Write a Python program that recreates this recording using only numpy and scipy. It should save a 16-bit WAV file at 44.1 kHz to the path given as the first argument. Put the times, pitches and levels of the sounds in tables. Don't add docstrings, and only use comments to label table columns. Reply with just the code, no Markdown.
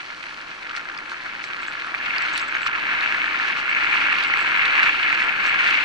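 import sys
import numpy as np
from scipy import signal
from scipy.fft import rfft, irfft, next_fast_len
from scipy.io import wavfile
from scipy.ndimage import uniform_filter1d

SR = 44100
rng = np.random.default_rng(int(sys.argv[2]) if len(sys.argv) > 2 else 0)


def output_pcm(signal):
    pcm = np.clip(np.atleast_2d(signal).T, -1, 1) * 32767
    wavfile.write(sys.argv[1], SR, np.round(pcm).astype(np.int16))


def boost(x):
    u = np.asarray(x, float) / 20
    return 10 ** u


N = 257544

# start_s, load_db, coarseness_db
RIDE = [(0.0, -38, 2.5), (0.57, -37.5, 1), (0.78, -34.5, -0.5), (0.8, -36.5, -0.5), (1.9, -33, 0),
        (2.15, -27.5, 1.5), (2.65, -29, -0.5), (2.67, -27, 1), (2.7, -29, -2), (2.94, -25, 1.5),
        (3.55, -27.5, 0.5), (4.0, -23, 2), (4.21, -24.5, 0.5), (4.88, -22, 0.5), (4.93, -25, 3.5),
        (5.19, -24, -0.5), (5.32, -24.5, 0.5), (5.84, -23, 3.5)]
# centre_s, half_length_s, hiss_rise_db, roar_rise_db
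SPRAYS = [(0.12, 0.025, -2, 9), (0.77, 0.022, 12, 1.5), (1.257, 0.041, 2.5, 5), (1.442, 0.021, 12, -7),
          (2.22, 0.067, 1.5, 3.5), (2.382, 0.035, 9.5, -2.5), (2.568, 0.0067, 1.5, 10),
          (2.67, 0.015, 14, 0), (3.486, 0.011, 3, 2.5), (4.224, 0.1, 4, 0.1), (4.43, 0.14, 2, -0.9),
          (4.85, 0.049, 6, 2.5), (5.204, 0.045, 5, 0), (5.467, 0.038, 5.5, 1), (1.115, 0.032, 7, 2),
          (2.294, 0.071, 4, 0), (3.59, .04, 6, 1), (3.991, 0.068, 2, 1), (5.68, 0.11, 4, 3),
          (5.342, 0.034, -2, -2), (1.637, .02, 3, 2.5), (2.723, .03, -2.5, -1.5)]
# start_s, peak_db, pitch_hz
KNOCKS = [(0.1017, -26, 2280), (0.501, -31.5, 1440), (0.7096, -24, 1480), (0.751, -21.5, 1900),
          (0.805, -27, 1460), (0.8976, -22, 1660), (0.989, -26, 2230), (1.1174, -21.5, 1700),
          (1.1444, -25.5, 1670), (1.4398, -20, 2300), (1.501, -30, 1650), (1.631, -22, 2420),
          (1.6829, -18, 1560), (1.8452, -20.5, 1450), (1.947, -12, 2400), (2.0024, -23, 1770),
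          (2.427, -18, 1390), (2.5506, -13, 2200), (2.6642, -12.5, 1380), (3.146, -15, 2190),
          (3.242, -13, 1780), (3.3986, -12, 1730), (3.4248, -17.5, 2110), (3.5, -15, 1800),
          (4.1244, -11.5, 2380), (4.3385, -10.5, 2030), (5.127, -6.5, 2280), (5.2195, -11, 2140),
          (5.2493, -29, 1850), (5.6694, -10.5, 2520)]
# start_s, peak_db, pitch_hz, top_over_peak_db
TICKS = [(0.266, -36, 4470, -22), (0.765, -24, 4500, -26), (0.976, -24.5, 5000, -27),
         (1.119, -32, 4100, -24), (1.2155, -33, 4180, -28), (1.307, -38, 5170, -24), (1.44, -41, 4200, -24),
         (1.63, -30, 3600, -35), (1.666, -30, 4310, -19), (1.803, -31, 4220, -31),
         (1.867, -38.5, 4090, -11), (2.1823, -16, 4600, -21.5), (2.2214, -25.5, 4120, -28),
         (2.3406, -28, 3850, -27), (2.377, -17.5, 4500, -11.5), (2.619, -28.5, 4460, -20),
         (2.661, -30, 4600, -34), (3.0087, -20, 4200, -43), (3.1437, -28, 4300, -42),
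         (2.397, -19.5, 5000, -26), (4.127, -23, 4200, -43), (4.187, -26.5, 4290, -22),
         (4.237, -16.5, 4500, -19), (4.3725, -23, 4300, -14), (4.655, -13.5, 4250, -30),
         (5.091, -27, 3760, -17), (5.149, -25.5, 4370, -33), (4.46, -31, 4380, -23),
         (5.465, -19, 3920, -25), (5.6745, -23, 4550, -41)]
# start_s, peak_db
PINGS = [
    (1.1273, -42),
    (1.4491, -41),
    (1.6776, -36),
    (2.3351, -31),
    (2.4159, -33),
    (2.5556, -34),
    (3.7499, -39),
    (5.467, -44),
    (5.5972, -37),
]
# start_s, length_s, level_db
CHATTER_SPELLS = [(1.445, .04, -58), (1.618, 0.02, -53), (1.668, .04, -52), (2.218, .01, -45),
                  (2.33, 0.031, -47), (2.392, 0.053, -50), (2.48, 0.011, -45), (2.548, .012, -63),
                  (2.613, 0.044, -51), (3.694, 0.017, -51), (4.273, .013, -46), (4.38, 0.053, -51),
                  (4.457, .016, -57), (4.482, .012, -54), (4.57, 0.018, -54), (4.74, .045, -59),
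                  (4.84, .025, -64), (5.122, .025, -56), (5.23, .022, -56), (5.465, .04, -51)]
# freq_hz, density_db_per_hz
COLOUR = [(25, -15.5), (70, -21), (200, -17), (320, -14), (450, -17), (800, -7.5), (1400, 0), (2200, -3),
          (2600, 2.5), (3500, -12), (4300, -17.5), (5300, -24), (7200, -33), (11000, -46.5)]
# centre_hz, width_hz, gain_db
CASE_MODES = [(328, 100, 3.5), (501, 28, 4.5), (1390, 115, 3.5), (1675, 240, 6), (2200, 306, 10.5),
              (4300, 570, 4.5), (5860, 550, 2.5)]
# freq_hz, likeness_0_to_1, right_lead_rad, left_minus_right_db
PORTS = [(30, 0.88, 0.2, -0.3), (330, 0.91, 0.5, -1.7), (580, 0.57, 1.7, 0.0), (1400, 0.82, 1.2, 0.1),
         (1800, 0.63, 1.4, 2.1), (2100, 0.8, 2.1, 3.1), (2400, 0.28, 3.5, -0.0), (2700, 0.46, 4.6, -1.0),
         (3400, 0.17, 5.7, -3.8), (4200, 0.81, 6.5, -2.5), (5350, 0.23, 6.7, -1.6), (5900, 0.58, 6.6, -1.2),
         (6800, 0.31, 6.5, -1.1), (8500, 0.7, 6.3, -0.4)]

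FFT_SIZE = next_fast_len(N + 8192)
GRID_HZ = np.maximum(np.fft.rfftfreq(FFT_SIZE, 1 / SR), 1)
FULL_LOAD_DB = -23


def rms_one(x):
    return x / np.sqrt(np.mean(x ** 2) + 1e-20)


def at_hz(points):
    hz, *columns = np.transpose(points)
    return [np.interp(np.log(GRID_HZ), np.log(hz), column) for column in columns]


def drift(rate_hz):
    pole = np.exp(-80 * np.pi * rate_hz / SR)
    noise = rng.standard_normal(N // 40 + 2002)
    slow = signal.lfilter([1], [1, -2 * pole, pole * pole], noise)[2000:]
    return np.interp(np.arange(N) / 40, np.arange(len(slow)), rms_one(slow))


def swell(level_db):
    return level_db - 10 * np.log10(np.mean(boost(2 * level_db)))


def causal(gain_db):
    cepstrum = irfft(gain_db * np.log(10) / 20, FFT_SIZE)
    cepstrum[1:FFT_SIZE // 2] *= 2
    cepstrum[FFT_SIZE // 2 + 1:] = 0
    return np.exp(rfft(cepstrum))


def to_ports(shared, own_left, own_right, least_likeness=0.):
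    likeness, lead_rad, balance_db = at_hz(PORTS)
    lead_rad = np.where(GRID_HZ > 7000, 2 * np.pi, lead_rad)
    likeness = np.clip(likeness, least_likeness, 1)
    common, own = np.sqrt(likeness), np.sqrt(1 - likeness)
    left = common * shared * np.exp(-1j * lead_rad) + own * own_left
    right = common * shared + own * own_right
    return irfft([left * boost(balance_db / 2), right * boost(-balance_db / 2)], FFT_SIZE)[:, :N]


def ride():
    t_s = np.arange(N) / SR
    start_s, load_db, coarse_db = np.transpose(RIDE)
    spray_hiss_db, spray_roar_db = np.zeros(N), np.zeros(N)
    for centre_s, half_length_s, hiss_db, roar_db in SPRAYS:
        shape = np.clip(1 - np.abs(t_s - centre_s) / half_length_s, 0, 1)
        spray_hiss_db += hiss_db * shape
        spray_roar_db += roar_db * shape
    return np.interp(t_s, start_s, load_db), np.interp(t_s, start_s, coarse_db), spray_hiss_db, spray_roar_db


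def tyres(grains_per_s, spread_db, bed_power, patchy_db, spill_bands):
    load, coarse, spray_hiss, spray_roar = ride()
    swells_db = np.array([
        swell(.56 * load),
        swell(load - .5 * coarse + spray_roar),
        swell(1.48 * load + .5 * coarse + .5 * spray_roar + .1 * spray_hiss),
        swell(.38 * load + .9 * coarse + spray_hiss)])
    bed = bed_power * boost(.35 * (load - FULL_LOAD_DB))

    sizes = boost(spread_db * np.minimum(rng.exponential(1, N), 3))
    sizes *= rng.random(N) < grains_per_s * boost(3 * drift(60)) / SR
    clicks = sizes * rng.standard_normal((3, N))

    centres_hz = np.array([40, 160, 400, 800, 1200, 1600, 2100, 2800, 3900, 5500, 7500, 10000])
    pitch_band = rng.uniform(2.26, len(centres_hz), N)
    together = drift(21)
    spectra = 0
    for k, hz in enumerate(centres_hz):
        grains = rms_one(clicks * np.exp(-((pitch_band - k) / spill_bands) ** 2))
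        grit = np.interp(np.log(hz), np.log([600, 1300, 2800, 4500, 8000]), [.017, .2, .66, .16, .2])
        mix = np.array([np.interp(np.log(hz), np.log([450, 1400, 2500, 5000]), row) for row in np.eye(4)])
        level = boost(mix @ swells_db + patchy_db * (hz > 700) * (together + drift(5.9)))
        rush = np.sqrt(bed) * rng.standard_normal((3, N))
        drive = level * (rush + np.sqrt(grit) * grains) / np.sqrt(bed + grit)
        share = np.interp(np.log(GRID_HZ), np.log(centres_hz), np.arange(len(centres_hz)) == k)
        spectra = spectra + np.sqrt(share) * rfft(drive, FFT_SIZE)

    colour_db = at_hz(COLOUR)[0]
    for hz, width_hz, gain_db in CASE_MODES:
        colour_db = colour_db + gain_db / (1 + (2 * (GRID_HZ - hz) / width_hz) ** 2)
    return boost(-16) * to_ports(*(spectra * causal(colour_db)))


def ring(clicks, hz, t60_s):
    pole, turn_rad = boost(-60 / (t60_s * SR)), 2 * np.pi * hz / SR
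    return signal.lfilter([0, np.sin(turn_rad)], [1, -2 * pole * np.cos(turn_rad), pole * pole], clicks + 1e-18)


def band(x, low_hz, high_hz):
    return signal.sosfilt(signal.butter(2, [low_hz, high_hz], "band", fs=SR, output="sos"), x)


def bursts(start_s, decay_ms, chatter_db):
    t_s = np.arange(1300) / SR
    rows = rng.standard_normal((len(start_s), len(t_s))) * np.exp(-t_s / (decay_ms / 1000))
    rows *= boost(chatter_db)
    rows[:, 0] = 1
    return rows, np.round(np.asarray(start_s) * SR).astype(int)


def laid_out(rows, starts, peak_db):
    out = np.zeros(N + rows.shape[1])
    for row, start, db in zip(rows, starts, peak_db):
        out[start:start + len(row)] += boost(db) * row / np.abs(row).max()
    return out[:N]


def contact_to_ports(x):
    smear = rng.standard_normal((2, 200)) * np.exp(-np.arange(200) / 35)
    smear /= np.sqrt(np.sum(smear ** 2, axis=1, keepdims=True))
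    shared = rfft(x, FFT_SIZE)
    own_left, own_right = shared * rfft(smear, FFT_SIZE)
    return to_ports(shared, own_left, own_right, least_likeness=.85)


def pebbles(count):
    when, which, detune, size = rng.random((count, 4)).T
    start_s = (np.arange(count) + when) / count * (N / SR - .05)
    pitch_hz = np.array(CASE_MODES)[2 + (3 * which).astype(int), 0] * (.97 + .1 * detune)
    load_db = np.interp(start_s, *np.transpose(RIDE)[:2])
    over_load_db = 4 + 1.5 * (4 * size - 2)
    peak_db = FULL_LOAD_DB + .9 * (load_db - FULL_LOAD_DB) + over_load_db
    return list(zip(start_s, peak_db, pitch_hz))


def stones():
    start_s, peak_db, pitch_hz = np.transpose(list(KNOCKS) + pebbles(count=150))
    rows, starts = bursts(start_s, decay_ms=1.5, chatter_db=-22)
    ringing = np.array([ring(row, hz, t60_s=.008) for row, hz in zip(rows, pitch_hz)])
    knock = band(band(ringing + 5 * rows, 1200, 2900), 900, 3800)
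    return laid_out(knock, starts, peak_db + 4)


def twigs():
    start_s, peak_db, pitch_hz, top_db = np.transpose(TICKS)
    rows, starts = bursts(start_s, decay_ms=1.6, chatter_db=-11)
    ringing = np.array([ring(row, hz, t60_s=.003) for row, hz in zip(rows, pitch_hz)])
    snap = band(band(ringing + 3 * rows, 2800, 6500), 2300, 7500)
    top = boost(top_db + 13)[:, None] * band(rows, 6500, 11000)
    return laid_out(snap + top, starts, peak_db)


def metal_pings(hz, t60_s, trim_db):
    clicks = np.zeros(N)
    for start_s, peak_db in PINGS:
        clicks[round(start_s * SR)] = boost(peak_db + trim_db)
    return band(ring(clicks, hz, t60_s), 5800, 7200)


def metal_rattle(touches_per_s, hz, t60_s, edge_s):
    t_s, shake = np.arange(N) / SR, np.zeros(N)
    for start_s, length_s, level_db in CHATTER_SPELLS:
        inside_s = np.minimum(t_s - start_s, start_s + length_s - t_s)
        shake += boost(level_db) * np.clip(inside_s / edge_s + .5, 0, 1)
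    touches = rng.standard_normal(N) * (rng.random(N) < touches_per_s / SR)
    mode = ring(touches, hz, t60_s) + .5 * ring(touches, hz * 1.01, t60_s / 3)
    height = uniform_filter1d(np.abs(mode), size=1200)
    return boost(-4) * uniform_filter1d(shake, size=150) * mode / height


def scene():
    rolling = tyres(grains_per_s=1300, spread_db=3, bed_power=.91, patchy_db=.62, spill_bands=1.91)
    contacts = contact_to_ports(stones() + twigs())
    metal = metal_pings(hz=6470, t60_s=.016, trim_db=-1)
    metal = metal + metal_rattle(touches_per_s=600, hz=7680, t60_s=.08, edge_s=.0049)
    return rolling + contacts + metal * boost([[-.3], [.3]])


def top_cut(x):
    return signal.sosfilt(signal.butter(12, 12330, fs=SR, output="sos"), x)


def record(dry):
    rounded = 1.2 * np.tanh(dry / 1.2)
    low_pass = signal.cheby2(16, 40, 11000 * 1.035, fs=SR, output="sos")
    finished = signal.sosfilt(low_pass, rounded)
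    return top_cut(finished)


dry = scene()
out = record(dry)
output_pcm(out)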